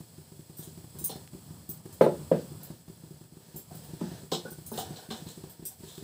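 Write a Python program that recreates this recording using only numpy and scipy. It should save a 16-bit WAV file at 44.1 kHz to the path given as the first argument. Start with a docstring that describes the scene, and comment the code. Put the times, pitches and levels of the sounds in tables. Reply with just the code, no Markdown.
"""A gas flame hisses and something bubbles with dull low thumps in a near-steady beat, about six a
second, with others falling between. A flatbread cooks on an iron griddle in a small, hard-walled kitchen.
The griddle spits, wrist bangles clink, and the cook slides things about, handles steel dishes, bumps a
heavy pan and knocks wood on the counter. Flame, spits and slides are shaped noise. Thumps, metal and
wood ring with fading tones after each short push, and echo off the walls."""
import sys
import numpy as np
from scipy import signal
from scipy.fft import rfft, irfft
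from scipy.io import wavfile
from scipy.ndimage import uniform_filter1d

SR = 44100
rng = np.random.default_rng(int(sys.argv[2]) if len(sys.argv) > 2 else 0)


def int16_out(signal):
    """Quantize to a 16-bit WAV file."""
    q = np.round(np.clip(np.atleast_2d(signal).T, -1, 1) * 32767)
    wavfile.write(sys.argv[1], SR, q.astype(np.int16))


N = 265923


def from_db(db):
    """Turn decibels into a number to multiply a sound by."""
    return 10 ** (np.asarray(db) / 20)


def at_hz(points, hz):
    """Read between the rows of a table, spacing the octaves evenly."""
    points = np.array(points)
    return np.interp(np.log(hz), np.log(points[:, 0]), points[:, 1])


def coloured(spectrum, size=N):
    """Noise of strength 1, its lows and highs shaped by rows of Hz and dB."""
    hz = np.maximum(np.fft.rfftfreq(size, 1 / SR), 1)
    noise = irfft(rfft(rng.standard_normal(size)) * from_db(at_hz(spectrum, hz)), size)
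    return noise / noise.std()


def humped(spectrum, peaks):
    """Shaped noise with a few narrow bands made louder or softer."""
    noise = coloured(spectrum)
    for hz, width_hz, db in peaks:
        band = signal.lfilter(*signal.iirpeak(hz, hz / width_hz, fs=SR), noise)
        noise = noise + (from_db(db) - 1) * band
    return noise


def ring(clicks, hz, ring_s):
    """Each click starts a pure tone. Its ring time, ring_s, is how long it takes to fade by 60 dB."""
    decay, angle = from_db(-60 / (ring_s * SR)), 2 * np.pi * hz / SR
    return signal.lfilter([0, np.sin(angle)], [1, -2 * decay * np.cos(angle), decay ** 2], clicks + 1e-18)


def split_ring(touches, hz, ring_s):
    """Round things ring in close groups: a tone wavers against two weaker neighbours."""
    neighbours = hz * (1 + .008 * rng.standard_normal(2))
    return .8 * ring(touches, hz, ring_s) + .3 * sum(ring(touches, n, ring_s) for n in neighbours)


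def blow(contact, tones, levels_db, spread_db):
    """One contact rings all the tones of an object, each with a partly random strength."""
    strengths = from_db(spread_db * rng.standard_normal(len(tones)))
    strengths *= (-1) ** np.arange(len(tones))   # neighbours swing opposite ways
    return sum(strength * from_db(db + level) * ring(contact, hz, ring_s)
               for (hz, db, ring_s), level, strength in zip(tones, levels_db, strengths))


def add(track, start, sound):
    """Mix a sound into a track at a start time in seconds."""
    i = max(round(start * SR), 0)
    track[i:i + len(sound)] += sound[:N - i]


def flame():
    """Gas hisses out of the burner over a low murmur that flickers."""
    # Each row: frequency in Hz, level in dB.
    hiss_spectrum = [(1180, -33.5), (2000, -12), (2980, -11), (3230, -7.5), (3650, -14.5), (4260, -4.5),
                     (5160, -8), (6140, -11), (8330, 0), (9090, -7.5), (10600, -5.5), (12900, -15.5),
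                     (13400, -4.5), (14900, 0.5), (16000, -12.5)]
    murmur_spectrum = [(15, -65), (25, -29.5), (37, -41), (78, 2), (162, -0.5), (300, -12), (378, -16.5),
                       (477, -20), (954, -21.5), (1200, -23.5), (2500, -44.5), (3250, -74.5), (5500, -120)]
    # Each row: centre in Hz, width in Hz, boost or cut in dB.
    hiss_peaks = [(3435, 46, 8.5), (4450, 100, 0.5), (5050, 160, 6.5), (7810, 190, 6), (10340, 260, 2.5),
                  (12500, 880, 1.5), (13140, 250, 0), (13770, 400, -1.5), (14200, 430, -10)]
    murmur_peaks = [(149.5, 11, 7.5), (127, 14, -6.5)]   # a narrow low hum near 150 Hz, with a dip just below it
    # Each row: time in seconds, level in dB.
    hiss_levels = [(0.0, -57), (0.47, -57.5), (1.09, -54.5), (1.21, -55), (1.76, -57), (2.22, -53.5),
                   (2.6, -55), (2.72, -57.5), (3.39, -59), (3.68, -55.5), (3.79, -53.5), (3.91, -55),
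                   (4.7, -54.5), (4.87, -54), (5.21, -53.5), (5.64, -57), (5.76, -55), (5.88, -52.5),
                   (6.03, -54.5)]
    murmur_levels = [(0.0, -58), (0.34, -55.5), (0.91, -53), (1.02, -48), (1.16, -49.5), (1.93, -50.5),
                     (2.23, -47), (2.54, -46.5), (2.74, -54.5), (2.94, -56), (3.06, -53.5), (3.51, -57.5),
                     (3.64, -56), (3.76, -52), (3.96, -53), (4.77, -53.5), (4.99, -54), (5.31, -59),
                     (5.48, -52.5), (5.62, -58.5), (5.84, -57), (6.03, -55)]
    t = np.arange(N) / SR
    hiss_db = np.interp(t, *np.transpose(hiss_levels))
    murmur_db = np.interp(t, *np.transpose(murmur_levels))
    flicker_db = 2.5 * np.interp(9 * t, np.arange(200), rng.standard_normal(200))   # 9 values a second
    murmur = from_db(murmur_db + flicker_db) * humped(murmur_spectrum, murmur_peaks)
    return from_db(hiss_db) * humped(hiss_spectrum, hiss_peaks) + murmur


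def rustle_and_slides():
    """A faint rustle never stops, and swells when something rubs across the counter."""
    # Each row: start in seconds, length in seconds, level in dB.
    slides = [(0.58, 0.076, -65), (1.104, .1, -62.5), (1.887, 0.04, -66), (2.122, 0.08, -63),
              (2.346, 0.065, -55), (2.596, 0.11, -60), (3.4, 0.19, -65.5), (3.72, 0.28, -62),
              (3.991, 0.19, -52.5), (4.4, 0.086, -59), (4.725, 0.09, -49), (4.84, 0.22, -55.5),
              (5.108, 0.091, -52.5), (5.236, 0.4, -64), (5.813, 0.28, -63.5)]
    # Each row: frequency in Hz, level in dB.
    rub_spectrum = [(260, -4.5), (450, 2), (503, 0), (752, -3.5), (851, -12), (920, -1), (1040, -16),
                    (1760, -8.5), (2010, -19.5), (4070, -12), (6500, -16.5), (8450, -51.5), (14300, -120)]
    rise_s, fade_s = 0.018, 0.0442
    t, level = np.arange(N) / SR, from_db(-63)
    for start, length, db in slides:
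        rise = np.clip((t - start) / rise_s, 0, 1)
        fade = np.exp(-np.maximum(t - start - length, 0) / fade_s)
        level = level + from_db(db) * rise * fade
    return level * coloured(rub_spectrum)


def bubble_thumps():
    """Each thump is a soft pulse with a noisy edge and a fainter repeat; low tones ring after it."""
    # Each row: start in seconds, level in dB.
    thumps = [(.004, -35.5), (0.18, -39), (0.318, -40), (.392, -37), (.496, -39.5), (0.592, -35),
              (0.673, -36), (.774, -36.5), (.841, -36.5), (.954, -39), (1.012, -35), (1.156, -33),
              (1.332, -37.5), (1.348, -33.5), (1.506, -36.5), (1.691, -33), (1.854, -35), (2.211, -38),
              (2.517, -35), (2.702, -32.5), (2.88, -38), (2.898, -37), (3.036, -38), (3.107, -39),
              (3.21, -39), (3.322, -41), (3.368, -39.5), (3.485, -48.5), (3.543, -38.5), (3.557, -35.5),
              (3.716, -37.5), (3.75, -40.5), (3.891, -37), (3.934, -31), (4.115, -33), (4.232, -38.5),
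              (4.517, -35), (4.584, -37.5), (4.906, -30), (5.088, -35), (5.221, -35.5), (5.265, -33),
              (5.374, -35.5), (5.436, -32.5), (5.594, -37), (5.624, -35.5), (5.805, -40.5), (5.834, -36.5),
              (5.977, -35), (6.023, -34.5)]
    # Each row: frequency in Hz, level in dB.
    edge_spectrum = [(250, -28.5), (420, 9), (620, -7), (960, -10), (1200, -18), (2500, -28.5)]
    # Each row: pitch in Hz, level in dB, ring time in seconds.
    body_tones = [(169.6, -42, 0.087), (393.7, -41.5, 0.056), (239.4, -40.5, 0.032)]
    pulse_hz, repeat_s = 222.2, 0.0334
    out, t = np.zeros(N), np.arange(SR // 40) / SR
    cycles = t * pulse_hz - .6
    pulse = np.cos(2 * np.pi * cycles) * np.exp(-(cycles / 0.44) ** 2)
    edge_shape = np.exp(-((t - .006) / 0.0055) ** 2)
    for start, db in thumps:
        edge_db = -15 + 4 * rng.standard_normal()
        edge = from_db(edge_db) * coloured(edge_spectrum, len(t)) * edge_shape
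        add(out, start, from_db(db) * (pulse - pulse.mean() + edge))
    add(out, repeat_s, from_db(-8) * out)
    return out + sum(from_db(db) * ring(out, hz, ring_s) for hz, db, ring_s in body_tones)


def griddle_spits():
    """The hot griddle spits in tiny dry bursts of noise."""
    # Each row: start in seconds, level in dB.
    spits = [(0.4096, -46), (0.7761, -49), (1.276, -41), (2.8799, -52), (3.24, -48), (5.9804, -42)]
    # Each row: frequency in Hz, level in dB.
    spectrum = [(1000, -3), (2000, -6), (4500, -2), (7000, -8), (12000, -19)]
    out, t = np.zeros(N), np.arange(SR // 20) / SR
    for start, db in spits:
        add(out, start, from_db(db) * coloured(spectrum, len(t)) * np.exp(-t / 0.0007))
    return out


def background_dips():
    """A volume curve that dips briefly and smoothly."""
    # Each row: middle in seconds, half width in seconds, change in dB.
    dips = [(.46, 0.045, 0), (.87, 0.024, -1), (1.3, 0.044, -2.5), (1.83, 0.021, -2.5), (2.85, 0.032, -2.5),
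            (3.3, 0.043, -2.5), (3.67, .04, -2.5), (4.29, 0.026, -3), (4.63, 0.056, -0.5),
            (5.08, .02, -2.5), (5.59, 0.042, -3.5), (5.77, 0.021, -4.5)]
    t = np.arange(N) / SR
    return from_db(sum(db * np.exp(-((t - middle) / width) ** 2) for middle, width, db in dips))


def bangles():
    """Two hard rings of different sizes rattle together: a bright spray of noise, and both ring."""
    # Each row: time in seconds, level in dB, clear ringing in dB, treble tilt in dB per octave,
    # pitch of the louder bangle in Hz, pitch of the other in Hz.
    clinks = [(.571, -38.5, -6, 3, 8370, 7600), (.587, -40, 1, -4, 8430, 8900),
              (.63, -38, -6, -4, 9340, 8600), (.9892, -33.5, -0.5, -2, 9020, 7630),
              (1.0425, -17, -15, 1, 9250, 7600), (1.693, -27, -9, 6, 9170, 8030),
              (1.9275, -41, -4, -6.5, 7430, 9100), (2.0163, -41, 4.5, -7, 9060, 8300),
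              (2.6319, -34.5, -13.5, 0, 7440, 9500), (3.563, -31.5, -9, 1.5, 7600, 9150),
              (3.7504, -41.5, -12, -2, 7440, 9100), (3.8382, -44, -5, -1, 9000, 8450),
              (4.506, -34.5, -13, -1, 8800, 7760), (4.6644, -34, -3, -6.5, 9320, 7570),
              (4.7167, -36, -6, 1.5, 9200, 7630), (4.7576, -34, -14, -4, 7530, 9100),
              (4.786, -29.5, -10, -2, 9150, 7570), (5.4983, -44.5, -5, 7, 8450, 7570),
              (5.655, -25.5, -3, 0, 8440, 7620)]
    # Each row: multiple of the bangle's pitch, level in dB.
    tones = [(.432, -25), (.696, -20.5), (1.001, -10), (1.327, -13), (1.678, -5.5), (2.04, -2)]
    # Each row: frequency in Hz, level in dB.
    spray_spectrum = [(1500, -89.5), (3500, -55.5), (5000, -36.5), (6400, -26), (8900, -17.5), (12000, -23),
                      (15200, -10.5)]
    rise_s, rattle_s = .0007, 0.01325
    out, t = np.zeros(N), np.arange(SR // 3) / SR
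    shape = (1 - np.exp(-t / rise_s)) * np.exp(-t / rattle_s)
    for start, db, ring_db, tilt_db, loud_hz, other_hz in clinks:
        tilted = [(hz, level + tilt_db * np.log2(hz / loud_hz)) for hz, level in spray_spectrum]
        sound = from_db(-6) * coloured(tilted, len(t)) * shape
        touches = rng.standard_normal(len(t)) * shape
        touches /= np.sqrt(np.sum(touches ** 2))
        strike = .6 * touches + .8 * (t == 0)   # adds a firm first touch
        for hz, bangle_db in [(loud_hz, 0), (other_hz, -8.5)]:
            for ratio, level in tones:
                clear = from_db(ring_db) * split_ring(strike, hz * ratio, ring_s=.1)
                # While the rings press together, each tone dies fast and blurs.
                blurred = from_db(-2) * ring(touches, hz * ratio, ring_s=0.018)
                sound += from_db(level + bangle_db + tilt_db * np.log2(ratio)) * (clear + blurred)
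        add(out, start - .002, from_db(db) * sound)
    # Cut the lows below 5000 Hz so the clinks stay thin and bright.
    return signal.sosfilt(signal.butter(2, 5000, "high", fs=SR, output="sos"), out)


def dishes():
    """Thin steel chatters: a dense dry clatter, with a few tones ringing faintly out of it."""
    # Each row: start in seconds, level in dB, boost above 6000 Hz in dB, rise in seconds,
    # rattle in seconds, ringing in dB, where it rings most in Hz.
    hits = [(.599, -52.5, 15, .023, 0.082, -42, 4600), (1.094, -51, 5, 0.0022, 0.027, -16.5, 4740),
            (2.03, -70, -1, .004, 0.032, -6.5, 3600), (4.317, -32, 0, 0.0012, 0.037, -32.5, 3900),
            (4.739, -44, 2, .0035, 0.0089, -31, 3300), (4.775, -41.5, 5, 0.0012, 0.038, -29, 3160),
            (4.96, -49.5, 6.5, 0.004, 0.03, -23.5, 4250), (5.104, -45.5, 0.5, .001, 0.036, -24, 3480),
            (5.164, -46, 12, 0.0035, 0.012, -28, 4000), (5.27, -52, 10, .0079, 0.067, -29, 4000),
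            (5.85, -53, 5, .03, 0.085, -34, 4000), (5.919, -54.5, 4.5, 0.024, 0.078, -42, 3600)]
    # Each row: frequency in Hz, level in dB.
    clatter_spectrum = [(590, -48), (1000, -7.5), (1200, -11), (1410, -18), (1530, -15), (1970, -66.5),
                        (2500, -28.5), (3260, -3), (4100, -2), (4540, -15.5), (5270, -9), (6260, -18),
                        (7530, -8.5), (10300, -28), (15500, -18)]
    tones = [(2990, -2), (3630, 0), (4100, 1.5), (4340, -0.5), (5250, -8.5), (5520, -1.5)]
    falloff_db_per_octave = 19
    out, t = np.zeros(N), np.arange(SR // 2) / SR
    for start, db, top_db, rise_s, rattle_s, ring_db, centre_hz in hits:
        shape = (1 - np.exp(-t / rise_s)) * np.exp(-(t / rattle_s) ** 2)   # holds, then stops short
        uneven_db = 5.25 * rng.standard_normal(len(t) // 90 + 1)   # a new level every 90 samples
        uneven = from_db(uneven_db).repeat(90)[:len(t)]
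        spectrum = [(hz, level + top_db * (hz > 6000)) for hz, level in clatter_spectrum]
        sound = coloured(spectrum, len(t)) * shape * uneven
        touches = rng.standard_normal(len(t)) * shape
        first_touch = 0.5 * np.sqrt(np.sum(touches ** 2)) * (t == 0)   # the firmest one
        strike = 0.53 * touches + first_touch
        for hz, level in tones:
            falloff_db = falloff_db_per_octave * abs(np.log2(hz / centre_hz))
            sound += from_db(ring_db + level - falloff_db) * split_ring(strike, hz, ring_s=.13)
        add(out, start, from_db(db) * sound)
    return out


def pan():
    """A short scuff rings a few clear, low tones in the thick metal of a heavy pan."""
    # Each row: start in seconds, level in dB, boost above 1000 Hz in dB.
    hits = [(1.095, -37.5, -17), (3.708, -44, -10), (4.317, -31, -2), (4.452, -41, 15), (4.714, -41.5, 1),
            (4.775, -27, -11), (4.919, -44.5, 4), (4.984, -40.5, 0), (5.044, -56.5, 16), (5.104, -33, 1.5),
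            (5.708, -51.5, -3)]
    # Each row: pitch in Hz, level in dB, ring time in seconds.
    tones = [(773, 2.5, 0.041), (1460, -16.5, 0.12), (1534, -16, .09), (1114, -19.5, 0.12),
             (1660, -27, 0.17)]
    out, t = np.zeros(N), np.arange(SR // 2) / SR
    for start, db, upper_db in hits:
        scuff = rng.standard_normal(len(t)) * np.exp(-t / 0.021)
        scuff /= np.sqrt(np.sum(scuff ** 2))
        levels = [db + upper_db * (hz > 1000) for hz, _, _ in tones]
        add(out, start, blow(scuff, tones, levels, spread_db=3.5))
    return out


def counter_knocks():
    """Wood hits the counter with a brief thud and a short crack, and the counter's body rings."""
    # Each row: start in seconds, level in dB, thud pitch in Hz, then body, deep body and crack in dB.
    knocks = [(1.096, -37.5, 480, -14, -1, -39), (2.01, -6, 544, -13, -13.5, -24.5),
              (2.063, -13.5, 556, -11.5, -11.5, -42), (2.315, -10, 531, -22.5, -8, -30),
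              (4.011, -28, 187, -13.5, -1.5, -25), (4.319, -26, 496, -7, -4, -31),
              (4.451, -33.5, 518, -17, -4.5, -32), (4.716, -38.5, 224, -2.5, -12, -35),
              (4.777, -30, 447, -15.5, -11.5, -39), (5.105, -38.5, 226, -6.5, -13, -7)]
    # Each row: pitch in Hz, level in dB, ring time in seconds.
    body_tones = [(352, 3.5, 0.2), (422.4, 9.5, 0.066), (510, -11.5, 0.097), (562.6, 1, 0.41),
                  (640, 6.5, 0.032), (805, -10.5, 0.26), (861, 0.5, 0.14), (990, -0.5, 0.071),
                  (1317, 6, 0.01), (1402, -35.5, 0.014), (1870, -30, 0.036)]
    deep_tones = [(158.9, 5.5, 0.16), (203.4, 3, 0.1), (238.7, 0, .1), (319.7, 6.5, 0.044)]
    # Each row: frequency in Hz, level in dB.
    crack_spectrum = [(800, 3), (1700, 3), (2600, -8.5), (3600, -10), (5200, -14.5), (9000, -34.5),
                      (16000, -35.5)]
    out, t = np.zeros(N), np.arange(SR // 2) / SR
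    phase = 2 * np.pi * 450 * t   # a soft contact, strongest near 450 Hz
    contact = (1 - phase) * np.exp(-phase)   # push and rebound cancel
    contact /= np.abs(contact).sum()
    for start, db, thud_hz, body_db, deep_db, crack_db in knocks:
        cycles = t * thud_hz
        thud = np.sin(2 * np.pi * cycles) * cycles ** 2 * np.exp(2 - cycles / 0.77) / 1.74
        levels = [body_db] * len(body_tones) + [deep_db] * len(deep_tones)
        body = blow(contact, body_tones + deep_tones, levels, spread_db=1.5)
        crack = from_db(crack_db) * coloured(crack_spectrum, len(t)) * np.exp(-t / 0.025)
        add(out, start, from_db(db) * (thud + body + crack))
    return out


def kitchen(sound, echo_db):
    """The hard walls add a wash of echoes in which each octave fades at its own speed."""
    # Each row: frequency in Hz, the room's ring time in seconds.
    ring_times = [(100, 0.46), (500, 0.24), (2000, 0.22), (6000, 0.25), (16000, 0.16)]
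    t, tail = np.arange(SR // 2) / SR, 0
    for low_hz in 60 * 2. ** np.arange(9):
        octave = signal.butter(2, [low_hz, min(2 * low_hz, 20000)], "band", fs=SR, output="sos")
        band = signal.sosfilt(octave, rng.standard_normal(len(t)))
        tail = tail + band * from_db(-60 * t / at_hz(ring_times, 1.79 * low_hz))
    build_up = 1 - np.exp(-t / 0.0015)
    tail = tail * build_up / np.sqrt(np.sum(tail ** 2))
    return sound + from_db(echo_db) * signal.fftconvolve(sound, tail)[:N]


def turn_down_quiet(sound):
    """Below a set level, quieter sound is turned down further. The volume sinks slowly, rises at once."""
    quiet_db, cut_per_db, listen_s, sink_db_per_s = -42, 0.15, 0.012, 114
    level_db = 10 * np.log10(uniform_filter1d(sound ** 2, round(listen_s * SR)) + 1e-12)
    sink_db = sink_db_per_s * np.arange(N) / SR
    held_db = np.maximum.accumulate(np.minimum(level_db, quiet_db) + sink_db) - sink_db
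    return sound * from_db(cut_per_db * (held_db - quiet_db))


def scene():
    """Knocks, thumps and metal echo in the kitchen over the flame, slides and spits, in one channel."""
    low = kitchen(counter_knocks() + pan(), echo_db=-3) + kitchen(bubble_thumps(), echo_db=-8)
    bright = kitchen(dishes(), echo_db=0) + kitchen(bangles(), echo_db=2.5)
    background = background_dips() * (flame() + rustle_and_slides())
    return (background + griddle_spits() + low + bright)[None]


def record(dry):
    """The microphone loses the lowest and highest sounds; quiet moments drop, then the top is cut."""
    bass_loss = signal.butter(2, 70, "high", fs=SR, output="sos")
    treble_loss = signal.cheby1(12, 1, 15600, fs=SR, output="sos")
    top_cut = signal.cheby2(12, 70, 16650, fs=SR, output="sos")
    heard = signal.sosfilt(treble_loss, signal.sosfilt(bass_loss, dry))
    return signal.sosfilt(top_cut, turn_down_quiet(heard))


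dry = scene()
out = record(dry)
int16_out(out)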